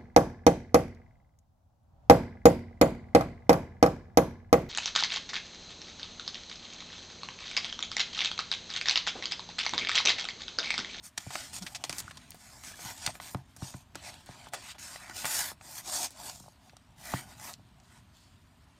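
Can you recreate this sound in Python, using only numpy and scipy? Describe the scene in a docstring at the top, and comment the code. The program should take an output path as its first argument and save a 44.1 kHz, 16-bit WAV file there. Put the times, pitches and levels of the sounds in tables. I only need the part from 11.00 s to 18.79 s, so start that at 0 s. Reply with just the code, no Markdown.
"""Glossy pages of a thin book are turned by hand close to a mono microphone in a quiet room.
From the start: a steady hush, air and table rumble, faint rubbing (filtered noise).
From 0.02 s fingers and sheets slide and hiss in strokes (flickering noise under gain curves).
From 0.18 s page edges snap free (noise bursts) and the book bumps the table (knock plus damped modes).
From 0.63 to 1.74 s four short creaks (sine pulses); the last snap is at 6.8 s, the last slide fades by 7.5 s."""
import sys
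import numpy as np
from scipy import signal
from scipy.fft import rfft, irfft, next_fast_len
from scipy.io import wavfile
from scipy.ndimage import uniform_filter1d, map_coordinates

SR = 44100
rng = np.random.default_rng(int(sys.argv[2]) if len(sys.argv) > 2 else 0)


def unload_wav(signal):
    """Save mono or channel-first audio to the path in sys.argv[1] as 16-bit WAV at rate SR, clipped to [-1, 1]."""
    wavfile.write(
        sys.argv[1],
        SR,
        np.round(np.clip(np.atleast_2d(signal).T, -1, 1) * 32767).astype(np.int16),
    )


N = 343551

# Spectra, relative power density: freq_hz, level_db
# Room and microphone hush
HUSH_SPECTRUM = [(240, -40), (400, -20), (676, 3.5), (777, -37), (949, 2), (1350, -1), (1870, -2.5),
                 (1960, -3.5), (4050, -9.5), (16000, -57)]
# Pushed air and shaken table
RUMBLE_SPECTRUM = [(15, -33), (25, -1.5), (92, 1.5), (156, -4), (188, -5.5), (272, -7.5), (296, -15.5),
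                   (480, -22), (620, -60), (1060, -120)]
# Five colours of the rubbing
HISS_SPECTRUM = [(2060, -66), (3500, -10.5), (5340, 6), (6130, 4), (6880, 4.5), (7930, 3.5), (8820, 2),
                 (10500, -14.5), (13600, -78), (22000, -120)]
LOW_RUB_SPECTRUM = [(200, -9), (330, -2), (450, -12.5), (640, -1.5), (1000, 0.5), (1250, -23), (1700, -102)]
HIGH_RUB_SPECTRUM = [(950, -14), (1250, -3), (1550, -1.5), (2150, -4.5), (2700, -14)]
EDGE_SPECTRUM = [(1800, -46), (2300, -1), (3000, 9), (4200, 4), (5000, -1.5)]
SHEEN_SPECTRUM = [(5290, -80), (9000, -1.5), (10400, -1.5), (12800, 1.5), (14800, -2), (16000, -23)]
# Air and table rumble: time_s, level_db
RUMBLE_LEVELS = [(0.0, -59), (0.28, -64), (0.41, -56.5), (1.63, -57.5), (2.65, -59), (2.95, -58),
                 (3.27, -59.5), (5.73, -61), (6.27, -59), (7.79, -61)]
# Rubbing between strokes, hands never quite off the paper: level_db of hiss, low rub, high rub, edge, sheen
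REST_LEVELS_DB = [-77, -74, -89, -78.5, -84]
# Sliding fingers or sheets: start_s, swell_s, hold_s, fade_s, hiss_db,
# then low_rub_db, high_rub_db, edge_db, sheen_db, each relative to hiss_db
STROKES = [(.02, 0.022, 0.035, 0.034, -51, -25, -14, -16.5, -7),
           (0.168, 0.0099, 0.12, .02, -55, -21, -5.5, -7.5, -13),
           (0.292, 0.039, 0.064, 0.24, -45, -10.5, -6.5, -6.5, -13),
           (.52, 0.022, 0.042, 0.028, -44.5, -14, -11, -8.5, -9.5),
           (.6, 0.014, .12, 0.022, -58, -3.5, -7, -6.5, -6),
           (.74, 0.0066, 0.079, 0.026, -66, 5, -3, -2, -11), (.84, .01, 0.037, .02, -60.5, -4, -3, -1, -8),
           (.9, 0.032, 0.075, 0.016, -53, -6, -3, -8, -6), (.955, 0.014, 0.037, .02, -63, -12, -7, -6, -1),
           (1.0, .01, 0.091, .02, -61, -5, -0.5, -2.5, -13),
           (1.11, 0.0089, 0.24, .05, -67.5, -8, 0, -1, -12),
           (1.36, .05, 0.29, .03, -58.5, -13, -7, -16, -10),
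           (1.622, 0.055, 0.0078, 0.12, -48.5, -10, -4.5, -9, -11.5),
           (1.72, 0.14, 0.022, 0.17, -45.5, -7.5, -8.5, -7, -7),
           (1.94, .11, 0.0091, 0.14, -44.5, -10.5, -7.5, -8.5, -17),
           (2.078, 0.0053, 0.0094, 0.024, -60.5, 20.5, 12, -7, 0),
           (2.134, 0.013, 0.014, 0.059, -61.5, -1.5, 2, -7, 0),
           (2.2, 0.018, 0.078, 0.067, -52, -7, -6, -6, -6.5),
           (2.35, 0.0092, 0.015, 0.077, -70, 10.5, 2, -15, -8),
           (2.3, 0.022, 0.024, 0.012, -61.5, -5, -13, -22, 4),
           (2.47, 0.028, 0.073, 0.018, -81, -3, 2, -4, -6), (2.56, 0.11, .01, 0.13, -48, -8, -13, -10, -12),
           (2.74, .02, 0.052, 0.038, -65, -8, -13, -9, -8), (2.95, 0.0082, 0.048, 0.024, -65, 3, 2, 5, -11),
           (3.001, 0.062, 0.035, .02, -49, -2, -3.5, -3, -14),
           (3.1, 0.012, 0.025, 0.22, -59, -4, -3, 0, -13), (3.255, .012, 0.22, .02, -63, 1, -0.5, -1, -12),
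           (3.519, 0.019, 0.018, 0.13, -50.5, -1, -4, -5, -18),
           (3.569, .13, 0.018, 0.033, -50.5, -15, -3, -1, -12),
           (3.74, 0.0084, 0.013, 0.023, -71, 11, 9, 4, -13),
           (3.78, 0.013, 0.16, 0.11, -49.5, -14.5, -6, -10, -10),
           (3.97, 0.056, 0.097, 0.028, -58, -3.5, 6.5, -7.5, -12),
           (4.128, 0.035, 0.066, 0.054, -43.5, -11.5, -8.5, -7.5, -7),
           (4.235, 0.024, .24, 0.056, -45.5, -9.5, -5.5, -7.5, -2),
           (4.24, 0.11, 0.054, 0.1, -37, -16.5, -8.5, -13, -6),
           (4.6, 0.022, 0.046, 0.054, -61, -1.5, -5, -11, -11),
           (4.62, .16, 0.013, 0.055, -46, -10, -9.5, -13, -3.5),
           (4.818, 0.12, 0.11, 0.055, -35.5, -10, -15, -12.5, -11),
           (5.06, 0.04, 0.083, 0.061, -61.5, -9, -8, -11.5, -20),
           (5.148, 0.12, 0.0079, 0.15, -45, -2.5, -11, -9.5, -8),
           (5.33, 0.013, 0.08, 0.19, -61, -10, -39.5, -21, -9),
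           (5.58, .09, .01, 0.078, -74, 5, -6, -11, -4),
           (5.961, 0.14, .09, .095, -48.5, -3, -2.5, -7.5, -3),
           (6.25, .03, 0.055, 0.067, -61.5, -0.5, -2, -7, -7),
           (6.352, 0.13, 0.0091, 0.078, -47, -1, -5, -10.5, -5),
           (6.8, 0.15, 0.034, 0.051, -68, -5, 0, -9, -13),
           (7.12, 0.048, 0.013, 0.3, -69.5, -20, -11, -1.5, -15)]
# Page edges snapping free: time_s, level_db (before trim), dull_db (re bright), bright_hz, dull_hz,
# scuff_db (re crack), scuff_s (to 1/e)
SNAPS = [(0.177, -27.5, -3.5, 5000, 2000, 11, 0.0083), (0.305, -41, 6, 5340, 1020, 4, .012),
         (0.355, -25.5, 6, 3570, 1450, -24, .006), (.6225, -34.5, -7, 4870, 977, 2.5, 0.017),
         (0.665, -34, 8, 3000, 2530, -2, 0.018), (0.7477, -30.5, -3, 4730, 2190, 2.5, 0.023),
         (.839, -18.5, -4.5, 4950, 1060, -10.5, .019), (0.895, -19.5, -1.5, 5000, 1030, -12, 0.022),
         (0.927, -23.5, -2.5, 4700, 1770, -16, 0.023), (.9832, -23, -16, 6850, 1130, -4, .023),
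         (1.0026, -24, -9.5, 6150, 732, -21, 0.0064), (1.1095, -42, 7, 5060, 1360, 2, 0.011),
         (1.1714, -37, -9, 4500, 1010, 2, 0.0097), (1.306, -29, -28, 8800, 891, -29, .008),
         (1.3184, -35.5, -13.5, 3800, 883, -21, .01), (1.345, -42, 3.5, 9050, 603, -14, 0.032),
         (1.636, -38.5, 2.5, 7320, 1500, -8, .012), (1.716, -49, 4.5, 4000, 700, -20, 0.009),
         (1.792, -45.5, 9.5, 4000, 700, -3, .01), (1.906, -39.5, 5, 7880, 1310, -13, .01),
         (2.0632, -18.5, -9.5, 5270, 1350, 3.5, 0.0071), (2.0745, -23.5, 2.5, 3520, 1370, -6, 0.0098),
         (2.153, -47, 12, 4410, 970, -2, 0.0091), (2.2, -42.5, 15, 5370, 1310, -18, 0.015),
         (2.3466, -36, 11, 4000, 860, -20, .009), (2.564, -43.5, -3.5, 6850, 939, 2, 0.012),
         (2.63, -44, -12, 4180, 991, 1, 0.023), (2.739, -46, 7, 4530, 1030, -4, 0.016),
         (2.948, -41, 2, 3520, 1000, -5, .004), (2.9546, -30, 0.5, 5430, 960, -2.5, .008),
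         (3.261, -43, -17, 7500, 1000, -13, .008), (3.462, -48, 3, 2740, 926, 1, .014),
         (3.487, -44, -9, 5970, 1000, -10, 0.0072), (3.5352, -28, 5, 6602, 630, -10, 0.018),
         (3.5391, -33.5, 3.5, 6000, 1060, 3.5, .015), (3.7825, -42, 1, 3560, 1350, -9, .01),
         (3.9593, -42.5, 14, 4770, 1460, -15, .012), (4.0967, -34, 3, 5600, 1520, -15, .012),
         (4.245, -33, 11, 3570, 1420, -12, 0.017), (4.254, -20, 0.5, 7100, 1330, -6.5, 0.024),
         (4.517, -38, 3.5, 8200, 611, -13, 0.014), (4.611, -44.5, 7, 3238, 818, -18, .01),
         (5.106, -36, -11, 6400, 600, -10, 0.026), (5.2966, -28.5, -2.5, 5350, 1100, -19, .011),
         (5.4, -40, -8, 6860, 708, -14, .012), (5.695, -40, -8, 3000, 2180, -11, .012),
         (5.7673, -41, -8, 4960, 791, -3, 0.0069), (6.1386, -37, 6.5, 3000, 1900, -19, .006),
         (6.398, -38.5, -1, 6200, 920, -21, .012), (6.533, -35.5, -30, 6600, 966, -28, .01),
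         (6.538, -30, -29, 4530, 966, -17, 0.017), (6.8, -50.5, -5, 4850, 1040, -6, .01)]
# Book and fingertips on the table: time_s, level_db (before trim), knock_db (re ring, before trim),
# knock_hz, hardness_db_per_octave (re 200 Hz)
BUMPS = [(.177, -48.5, 22.5, 1530, 5), (.266, -39, 1, 680, -4.5), (.356, -53.5, 29, 1460, 19),
         (.638, -48.5, -2, 649, 10), (.839, -54, 15, 1020, 18), (0.894, -42, -18, 1020, 1),
         (0.928, -49.5, -4.5, 1370, 16.5), (1.85, -45, -7, 900, -5), (1.908, -57, -9, 900, -3),
         (2.071, -39, -9, 1400, -3), (2.347, -29, 5, 815, -1.5), (2.385, -49, -14, 800, -2.5),
         (2.621, -32, -1, 970, -2.5), (2.742, -37, 2, 960, -2.5), (2.955, -45.5, -19, 1010, 11),
         (3.29, -42, 6, 730, -1), (3.469, -56, 20.5, 960, 8), (3.535, -64, 25, 1140, 12),
         (4.095, -49, -14, 1030, 10), (4.239, -42.5, 5, 1380, -3), (4.518, -52, 5, 608, 7),
         (5.402, -49.5, 3, 708, 0), (5.44, -59, 11, 974, -4), (5.461, -59, 13, 762, -1),
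         (5.481, -58.5, 19, 790, 0), (5.733, -62.5, 15, 607, -6), (6.137, -27, 10, 930, -0.5),
         (6.595, -53.5, 3.5, 692, -6)]
# Modes of the table top: freq_hz, level_db, t60_s (before hand damping)
TABLE_MODES = [(86, 7, 0.067), (131.8, 1, 0.2), (182.4, 6.5, 0.069), (280, 0, 0.14), (345.4, 0.5, 0.082)]
# Bent sheet or spine singing: middle_s, peak_db, pitch_hz, half_length_s (to 1/e)
CREAKS = [(0.626, -38, 188, 0.012), (1.081, -33, 1360, 0.0012), (1.175, -51, 1020, 0.0084),
          (1.742, -43.5, 1680, 0.0031)]

PUSH_DB = -31.5  # air pushed by a stroke, re its hiss
SWELL_POWER, FADE_POWER = 1.27, 2.19  # powers of time
CRINKLES_PER_S, CRINKLE_DB, CRINKLE_DECAY_S = 80, -3, .001  # rate before its wobble; flare of a kick of 1
SNAP_RISE_S, SCUFF_LEAD_S = 0.00071, .0015  # crack rise; scuff starts this long before the crack
HAND_DAMPING = 1.25  # resting hands divide the ring's t60 by this
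TOP_HZ = 15900  # band limit


def amp(db):
    """Gain of a level in dB."""
    return 10 ** (np.asarray(db) / 20)


def unit(x):
    """Scaled to rms 1 along time."""
    return x / np.sqrt(np.mean(x ** 2, axis=-1, keepdims=True) + 1e-20)


def filtered(x, response):
    """x times a response of frequency."""
    m = next_fast_len(x.shape[-1] + 8192)
    return irfft(rfft(x, m) * response(np.fft.rfftfreq(m, 1 / SR)), m)[..., :x.shape[-1]]


def coloured(x, spectrum):
    """x filtered by a spectrum on a log-frequency axis, -120 dB outside; rms not normalized."""
    f, db = np.transpose(spectrum)

    def response(hz):
        return amp(np.interp(np.log(hz + 1), np.log(f + 1), db, left=-120, right=-120))
    return filtered(x, response)


def wobble(knots_per_s):
    """Smooth random curve through normally distributed knots."""
    knots = rng.standard_normal(int(N * knots_per_s / SR) + 4)
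    return map_coordinates(knots, [np.arange(N) * knots_per_s / SR])


def add(track, time_s, sound):
    """Lays a sound on the track."""
    track[round(time_s * SR):][:len(sound)] += sound


def stillness():
    """The steady hush of room and microphone."""
    return amp(-70) * unit(coloured(rng.standard_normal(N), HUSH_SPECTRUM))


def rumble(hiss_gain):
    """Moving pages push air and shake the table: wavering low noise, raised by the strokes."""
    low = coloured(rng.standard_normal(N), RUMBLE_SPECTRUM)
    time_s, level_db = np.transpose(RUMBLE_LEVELS)
    stir_gain = amp(np.interp(np.arange(N) / SR, time_s, level_db))
    return (stir_gain + amp(PUSH_DB) * hiss_gain) * unit(low * amp(1.15 * wobble(9.1)))


def stroke_gains():
    """Every stroke swells, holds and fades; one gain curve for each colour of the rubbing."""
    t, gains = np.arange(N) / SR, amp(REST_LEVELS_DB)[:, None]
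    for start_s, swell_s, hold_s, fade_s, hiss_db, *over_db in STROKES:
        end_s = start_s + swell_s + hold_s + fade_s
        up = np.clip((t - start_s) / max(swell_s, .002), 0, 1) ** SWELL_POWER
        down = np.clip((end_s - t) / max(fade_s, .002), 0, 1) ** FADE_POWER
        peaks = amp(hiss_db + np.array([0, *over_db]))
        gains = gains + peaks[:, None] * (up * down)
    return gains


def patchy(x, patchy_db):
    """Random gain in patches of time and pitch, as a bending sheet shifts its resonances."""
    z = signal.stft(x, nperseg=512)[2]
    field = uniform_filter1d(rng.standard_normal(z.shape), size=3, axis=0)  # over pitch
    field = uniform_filter1d(field, size=12, axis=1)  # over time
    return signal.istft(z * amp(patchy_db * field / field.std()), nperseg=512)[1][:N]


def crinkles():
    """Now and then the sheet buckles and the slips flare for an instant."""
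    chance = CRINKLES_PER_S / SR * amp(4 * wobble(8))
    kicks = (rng.random(N) < chance) * np.minimum(rng.exponential(size=N), 2)
    decay = np.exp(-np.arange(SR // 100) / SR / CRINKLE_DECAY_S)
    return 1 + amp(CRINKLE_DB) * signal.fftconvolve(kicks, decay)[:N]


def sliding(gains):
    """Countless tiny slips excite the sheet; the hand's pressure flutters."""
    slip_sizes = amp(1.6 * np.minimum(rng.exponential(size=N), 4))  # a few are larger
    slips = rng.standard_normal(N) * slip_sizes
    flutter = amp(.7 * wobble(40) + .8 * wobble(180))
    slips = patchy(slips * flutter, patchy_db=3.0) * crinkles()
    # level out over 0.1 s: the strokes alone set the slow level
    slips = slips / np.sqrt(np.abs(uniform_filter1d(slips ** 2, size=SR // 10)))
    colours = [HISS_SPECTRUM, LOW_RUB_SPECTRUM, HIGH_RUB_SPECTRUM, EDGE_SPECTRUM, SHEEN_SPECTRUM]
    return sum(gain * unit(coloured(slips, colour)) for gain, colour in zip(gains, colours))


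def hump(noise, centre_hz, fall_db):
    """Noise around a centre pitch, fall_db weaker one octave away."""
    return unit(filtered(noise, lambda hz: amp(-fall_db * np.log2((hz + 1) / centre_hz) ** 2)))


def snaps():
    """A crack of a millisecond or two and a short scuff that stops dead as the edge lets go."""
    track, t = np.zeros(N + SR), np.arange(SR // 8) / SR
    noise = rng.standard_normal((len(SNAPS), 2, len(t)))
    for row, (bright_noise, dull_noise) in zip(SNAPS, noise):
        time_s, level_db, dull_db, bright_hz, dull_hz, scuff_db, scuff_s = row
        late = np.maximum(t - SCUFF_LEAD_S, 0) / SNAP_RISE_S
        crack = late * np.exp(1 - late)
        scuff_shape = np.exp(-(t / max(scuff_s, .001)) ** 3) * (1 - np.exp(-t / 0.005))
        scuff = amp(scuff_db) * scuff_shape
        bright = hump(bright_noise, bright_hz, fall_db=10.0) * (crack + scuff)
        dull = hump(dull_noise, dull_hz, fall_db=4) * (np.sqrt(crack) + 0.65 * scuff)  # low pitches linger
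        add(track, time_s - SCUFF_LEAD_S, amp(level_db - 8.5) * (bright + amp(dull_db) * dull))
    return track[:N]


def bumps():
    """A short knock of the cover, then the modes of the table top; hard blows favour the upper modes."""
    track, t = np.zeros(N + SR), np.arange(SR // 4) / SR
    for time_s, level_db, knock_db, knock_hz, hardness_db in BUMPS:
        ring = 0
        for k, (hz, mode_db, t60_s) in enumerate(TABLE_MODES):
            swell = 1 - np.exp(-(t * hz / 0.42) ** 2)  # slow bending waves: low modes arrive last
            start_db = mode_db + hardness_db * np.log2(hz / 200)
            fade = amp(start_db - 60 * t * HAND_DAMPING / t60_s)
            ring = ring + (-1) ** k * swell * fade * np.sin(2 * np.pi * hz * t)  # neighbours start opposed
        cycles = knock_hz * (t - .0015)
        knock = np.exp(-(cycles / 0.54) ** 2) * np.cos(2 * np.pi * cycles)
        add(track, time_s, amp(level_db - 5.5) * (ring + amp(knock_db + 7.0) * knock))
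    return track[:N]


def creaks():
    """A bent sheet or the spine sings: brief soft tones that swell and fade."""
    t, track = np.arange(N) / SR, np.zeros(N)
    for middle_s, peak_db, pitch_hz, half_s in CREAKS:
        envelope = amp(peak_db) * np.exp(-((t - middle_s) / half_s) ** 2)
        track += envelope * np.sin(2 * np.pi * pitch_hz * (t - middle_s))
    return track


def room(x):
    """A small furnished room answers briefly and dully: decaying noise, t60 66 ms."""
    t = np.arange(SR // 4) / SR
    dull = filtered(rng.standard_normal(len(t)), lambda hz: 1 / (1 + hz / 4000))
    tail = dull * amp(-60 * t / 0.066)
    return signal.fftconvolve(x, tail / np.linalg.norm(tail))[:N]


def scene():
    """One microphone feeds both channels."""
    gains = stroke_gains()
    near = snaps() + bumps() + creaks() + sliding(gains)
    mono = near + amp(-15.5) * room(near) + rumble(gains[0]) + stillness()
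    return np.array([mono, mono])


def record(dry):
    """The small microphone drops the deepest bass and dips near 475 Hz; nothing is kept above TOP_HZ."""
    def response(hz):
        dip = amp(-4 * np.exp(-((hz - 475) / 55) ** 2))
        return (hz < TOP_HZ) * dip / (1 + (42 / (hz + 1)) ** 6)
    return filtered(dry, response)


dry = scene()
out = record(dry)
unload_wav(out)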